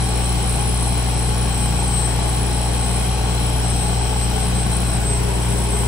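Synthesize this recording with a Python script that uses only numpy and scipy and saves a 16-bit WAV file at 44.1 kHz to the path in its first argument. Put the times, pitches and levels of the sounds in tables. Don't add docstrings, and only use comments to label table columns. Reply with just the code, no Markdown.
import sys
import numpy as np
from scipy import signal
from scipy.io import wavfile
from scipy.ndimage import uniform_filter1d

SR = 44100
rng = np.random.default_rng(int(sys.argv[2]) if len(sys.argv) > 2 else 0)


def wav_out(sig):
    wavfile.write(sys.argv[1], SR, np.round(np.clip(np.atleast_2d(sig).T, -1, 1) * 32767).astype(np.int16))


def how_loud(loudness_db):
    steps = np.asarray(loudness_db, float) / 20
    return 10 ** steps


N = 258867
T = np.arange(N) / SR
FIRING_HZ = 59.869


def evened(x):
    return x / np.sqrt(np.mean(abs(x) ** 2) + 1e-20)


def read(points, hz):
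    f, value = np.transpose(points)
    return np.interp(np.log(hz + 1), np.log(f + 1), value)


def wander(top_hz):
    z = np.fft.fft(rng.standard_normal(N) + 1j * rng.standard_normal(N))
    rolloff = 1 + (np.fft.fftfreq(N, 1 / SR) / top_hz) ** 4
    return evened(np.fft.ifft(z / rolloff))


# time_s, firing_rate_hz
ENGINE_SPEED = [(0, 59.79), (0.35, 59.79), (0.75, 59.855), (1.15, 59.89), (1.55, 59.916), (1.95, 59.95),
                (2.35, 59.84), (2.75, 59.907), (3.15, 59.873), (3.55, 59.907), (3.95, 59.841),
                (4.35, 59.762), (4.75, 59.835), (5.15, 59.818), (5.55, 59.87), (5.87, 59.87)]


def firing_phase():
    return np.cumsum(np.interp(T, *np.transpose(ENGINE_SPEED))) / SR + .011


TURNS = firing_phase()

# time_s, drop_0_to_1
MICROPHONE_DROP = [
    (0, 0),
    (4.5, 0.01),
    (4.9, 0.43),
    (5.2, 1),
    (5.87, 0.92),
]


def drop_at(time_s):
    return np.interp(time_s, *np.transpose(MICROPHONE_DROP))


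# frequency_hz, left_over_right_db
PORT_LEAN = [(60, 1), (110, 2.5), (200, 3.5), (380, 5.5), (700, 5), (1290, 2.5), (2380, 0), (4400, 6.5),
             (8120, 1.5), (15000, 2.5)]
# frequency_hz, right_lead_rad
PORT_LEAD = [(20, -1), (60, 0.34), (180, 0.5), (430, 1.35), (800, 0.68), (1120, -1.5), (2300, 1.5),
             (4000, -6), (15000, -4)]


def ports(tone, hz, lead):
    lean = read(PORT_LEAN, hz) / 2
    left = how_loud(lean) * tone * np.exp(-.5j * lead)
    right = how_loud(-lean) * tone * np.exp(.5j * lead)
    return np.sqrt(2) * np.real([left, right])


# centre_hz, width_hz, high_db, halfway_db, lowered_db
CABINET_MODES = [(428, 68, 4, -4, 9), (697, 27, 7, 13, 6), (784, 76, 6.5, 7, 0), (865, 55, 9.5, 3, -7),
                 (940, 210, -2.5, -10, 5), (1125, 97, 7, 7, 2), (1480, 330, 1.5, 5, 0), (2090, 32, 4, 5, 7),
                 (2454, 380, 1.5, 3, -0.5), (3150, 350, 5, -1, 2), (4004, 95, 5, 11, -9),
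                 (4077, 310, 7.5, 3.5, 3.5), (5490, 1620, 4, 3, 4.5), (8020, 720, 13.5, 15, 15)]
# frequency_hz, likeness_0_to_1
PORT_COHERENCE = [(60, 1), (130, 0.82), (290, 0.71), (640, 0.74), (1200, 0.57), (2000, 0.087), (4000, 0.16),
                  (15000, 0.098)]


def noise(points, level_db, patchy_db, size=2048):
    frames, hz = 4 * N // size + 5, np.fft.rfftfreq(size, 1 / SR)
    a, b, c, d, patches = rng.standard_normal((frames, len(hz), 5)).T
    drop = drop_at(np.arange(frames) * size / 4 / SR)

    power = np.ones((len(hz), frames))
    for centre_hz, width_hz, *gain_db in CABINET_MODES:
        detuning = 2 * (hz[:, None] - centre_hz) / width_hz
        power += how_loud(2 * np.interp(drop, [0, .5, 1], gain_db)) / (1 + detuning ** 2) ** 2
    patches = evened(uniform_filter1d(uniform_filter1d(patches, 14, 0), 10, 1))

    same = read(PORT_COHERENCE, hz)[:, None]
    lead = np.exp(1j * read(PORT_LEAD, hz))[:, None]
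    lean = how_loud(read(PORT_LEAN, hz) / 2)[:, None]
    left, stranger = a + 1j * b, c + 1j * d
    right = same * left * lead + np.sqrt(1 - same ** 2) * stranger
    z = np.array([left * lean, right / lean])
    z *= how_loud(read(points, hz)[:, None] + patchy_db * patches) * np.sqrt(power)
    sound = signal.istft(z, nperseg=size, noverlap=3 * size // 4)[1][:, :N]
    return how_loud(level_db) * evened(sound)


SHAFT_ORDERS = [1, 2, 3, 4, 5, 6, 7, 8, 10, 12, 13, 14, 16, 24, 28, 36]
# level_db, unsteadiness_0_to_1
EXHAUST_ORDERS = [(-46, 0.6), (-21.5, 0), (-46, 0.99), (-25.5, 0), (-41, 0.64), (-33.5, 0.33),
                  (-42.5, 0.82), (-47, 0.48), (-41.5, 0.19), (-43, 0), (-45.5, 0.62), (-47, 0.89),
                  (-45, 0.1), (-49.5, 0.4), (-46, 0.2), (-48.5, 0.46)]


def exhaust():
    out = np.zeros((2, N))
    for order, (db, unsteady) in zip(SHAFT_ORDERS, EXHAUST_ORDERS):
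        hz = order * FIRING_HZ / 2
        lag = .6 * abs(order / 2 - 1) ** 2.8
        swing = np.sqrt(1 - unsteady ** 2) + unsteady * wander(top_hz=1.95)
        tone = how_loud(db) * swing * np.exp(1j * (np.pi * order * TURNS - lag))
        out += ports(tone, hz, read(PORT_LEAD, hz))
    return out


CYLINDER_STRENGTH = [-0.23, 0.63, -0.68, 0.57]


def firings(late, sharp, spread_db):
    turns = TURNS - late + 4.46
    count = turns.astype(int)
    chance_db = spread_db * rng.standard_normal(count[-1] + 1)
    size_db = np.take(CYLINDER_STRENGTH, count, mode="wrap") + chance_db[count]
    hump = np.cos(np.pi * (turns - count - .5)) ** (2 * sharp)
    return evened(how_loud(size_db) * hump)


# frequency_hz, density_db_per_hz
KNOCK_SPECTRUM = [(200, 2.5), (500, -19.5), (800, -5.5), (1300, -14), (2000, -18.5), (4000, -27.5),
                  (7000, -47), (11000, -20.5), (13000, -36), (15500, -22.5)]


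def knock():
    bursts = firings(late=0.27, sharp=1.47, spread_db=1.0)
    return noise(KNOCK_SPECTRUM, level_db=-32, patchy_db=0.55) * bursts


# frequency_hz, width_hz, level_db
PIPE_MODES = [(9450, 200, -10), (9790, 130, 1), (9950, 260, -4), (10170, 300, -11), (10320, 100, -10)]
# time_s, level_db
RING_LEVEL = [(0.0, -37), (0.44, -39.5), (0.46, -34), (0.87, -35), (1.03, -38), (2.76, -40), (2.99, -35.5),
              (3.25, -44), (3.45, -38), (4.18, -46.5), (4.4, -39), (4.64, -42.5), (4.76, -36), (4.82, -38),
              (4.97, -38.5), (4.98, -44.5), (5.8, -37), (5.87, -40)]


def injector():
    t = np.arange(1024) / SR
    puff = firings(late=.36, sharp=3, spread_db=1.5)
    out = np.zeros((2, N))
    for hz, width, db in PIPE_MODES:
        decay = t * np.exp(-np.pi * width * t)
        ring = how_loud(db) * width ** 2 * decay * np.sin(2 * np.pi * hz * t)
        air = 0.28 * rng.standard_normal(N) + rng.standard_normal((2, N))
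        air += .11 * np.cos(2 * np.pi * hz * T + 3 * wander(top_hz=45).real)
        out += signal.oaconvolve(air * puff, ring[None], axes=1)[:, :N]
    port_db = np.array([[5.5], [1.5]])
    return evened(out) * how_loud(np.interp(T, *np.transpose(RING_LEVEL)) + port_db)


# middle_s, length_s, peak_level_db, pitch_hz, left_right_db
WHISTLE_SWELLS = [(.07, .2, -34, 8176, 8), (.25, .2, -31, 8180, 2), (.40, .12, -36, 8225, 4),
                  (.56, .3, -33, 8190, -1), (.85, .3, -35, 8190, 0), (1.2, .4, -36, 8185, -2),
                  (1.59, .32, -29.5, 8185, 3), (1.80, .1, -30, 8196, 1.5), (2.0, .36, -24.5, 8206, 8),
                  (2.3, .25, -35, 8182, 7), (2.58, .3, -34, 8195, 0), (2.9, .42, -32.5, 8197, 0),
                  (3.33, .2, -36, 8193, 10), (3.47, .1, -34, 8235, 7), (3.77, .4, -28.5, 8190, 9),
                  (4.02, .3, -32, 8180, 10), (4.22, .22, -30, 8157, 5), (4.42, .17, -31, 8215, 10),
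                  (4.6, .17, -31, 8188, 0), (4.745, .12, -29, 8236, 8), (4.92, .2, -31, 8200, 0),
                  (5.11, .2, -24.5, 8174, -1), (5.52, .3, -33, 8180, 9), (5.77, .3, -31, 8225, 5)]


def swells():
    lull, lull_hz, lull_pan_db = how_loud(-43), 8178, 2
    sag_hz_per_s, pan_reach = 60, 1.5
    middle, length, db, hz, pan_db = np.transpose(WHISTLE_SWELLS)[:, :, None]
    t = T[::64]
    arch = np.cos(np.pi * np.clip((t - middle) / length, -.5, .5)).clip(0)
    hump = how_loud(db - 1.5) * arch ** 1.1
    hump_sum = hump.sum(axis=0)
    total = lull + hump_sum

    swell_hz = hz - sag_hz_per_s * (t - middle)
    pitch = (lull * lull_hz + (hump * swell_hz).sum(axis=0)) / total
    swell_pan_db = lull_pan_db + pan_reach * (pan_db - lull_pan_db)
    pan = (lull * lull_pan_db + (hump * swell_pan_db).sum(axis=0)) / total
    level = np.hypot(lull, hump_sum)
    return (np.interp(T, t, curve) for curve in (pitch, level, pan))


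# offset_hz, level_db
WHISTLE_SIDEBANDS = [(-590, -13), (-300, -29), (-155, -13.5), (-49.5, -12), (181, -15)]


def whistle():
    hz, level, pan_db = swells()
    hz = hz + 5 * wander(top_hz=13).real
    pan_db = pan_db + 3 * wander(top_hz=4).real
    tone = np.exp(2j * np.pi * np.cumsum(hz) / SR)
    centre = level * (1 + 0.31 * wander(top_hz=24.6)) * tone
    lean = (how_loud(pan_db) - 1) / (how_loud(pan_db) + 1)
    side = lean * centre + 1j * how_loud(-33) * wander(top_hz=21).real * tone
    out = np.array([centre + side, centre - side])
    for offset_hz, db in WHISTLE_SIDEBANDS:
        strength = how_loud(db) * np.sqrt(level * how_loud(-37))
        band = strength * tone * np.exp(2j * np.pi * offset_hz * T)
        out += [band * wander(top_hz=21.1), band * wander(top_hz=1.5)]
    return np.sqrt(2) * out.real


BUZZ_LINES = [-68, -62, -62, -65, -63, -67, -65, -59.5, -55.5, -55, -59, -58.5, -68]


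def buzz():
    out = np.zeros((2, N))
    for order, db in enumerate(BUZZ_LINES, 37):
        swing = 1 + 0.5 * wander(top_hz=5)
        tone = how_loud(db + 6.5) * swing * np.exp(4j * np.pi * order * (TURNS - .21))
        lead = 1.8 + 0.7 * wander(top_hz=3).real
        out += ports(tone, order * 2 * FIRING_HZ, lead)
    return out * how_loud(-4.0 * drop_at(T))


# frequency_hz, waver_hz, high_level_db, lowered_level_db
FAN_HUMS = [(252.5, 4, -42.5, -51), (401.7, 19, -54, -35), (431.4, 5, -45, -49), (644.4, 5.8, -50, -58),
            (764.4, 7.9, -41.5, -63), (824.4, 8.6, -43.5, -49), (942, 28, -59, -43), (4080, 33, -49, -68)]


def fans():
    drop = drop_at(T)
    out = np.zeros((2, N))
    for hz, waver_hz, high_db, low_db in FAN_HUMS:
        level = how_loud(high_db + drop * (low_db - high_db))
        waver = 0.56 + 0.76 * wander(waver_hz)
        tone = level * waver * np.exp(2j * np.pi * hz * T)
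        out += ports(tone, hz, read(PORT_LEAD, hz))
    return out


# frequency_hz, density_db_per_hz
ROAR_SPECTRUM = [(15, -41), (40, -12), (90, -2.5), (170, -2.5), (260, -10.5), (560, -11.5), (1250, -21),
                 (1900, -20), (3200, -20), (4600, -26.5), (6800, -29), (8900, -26.5), (13000, -29.5),
                 (15500, -30.5)]


def roar():
    return noise(ROAR_SPECTRUM, level_db=-25.5, patchy_db=0.7)


def scene():
    engine = exhaust() + knock() + injector() + whistle()
    return engine + buzz() + fans() + roar()


def top_cut(x):
    return signal.sosfilt(signal.butter(12, 17040, fs=SR, output="sos"), x)


# frequency_hz, bar_over_usual_level_db
LINE_BAR = [(3000, -13), (6500, -9), (7500, -15), (8500, -19), (8900, -6), (9500, -16), (10600, -5),
            (11400, -5), (12300, 4), (13300, 3.5), (14400, 2), (15300, -2)]


def record(dry):
    window = signal.windows.kaiser_bessel_derived(2048, 4 * np.pi)
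    hz, t, z = signal.stft([dry[0] + dry[1], dry[0] - dry[1]], SR, window, nperseg=2048)

    sinking = evened(uniform_filter1d(rng.standard_normal(len(t)), size=3))
    bands = np.repeat(rng.standard_normal((len(t), 33)).T, 32, axis=0)[:len(hz)]
    shift_db = 2.5 * evened(uniform_filter1d(bands, size=2))
    shift_db = shift_db + 1.2 * rng.standard_normal(len(t)) + .9 * np.clip(sinking, -2, 2)

    mean_power = (abs(z) ** 2).mean(2, keepdims=True)
    usual = np.sqrt(uniform_filter1d(mean_power, size=24, axis=1))
    strong = abs(z) > usual * how_loud(read(LINE_BAR, hz)[:, None] + shift_db)
    kept = strong | (hz < LINE_BAR[0][0])[:, None]
    below_edge = (hz < 15750)[:, None]
    mid, side = signal.istft(z * kept * below_edge, SR, window, nperseg=2048)[1][:, :N]
    return top_cut(np.array([mid + side, mid - side]) / 2)


dry = scene()
out = record(dry)
wav_out(out)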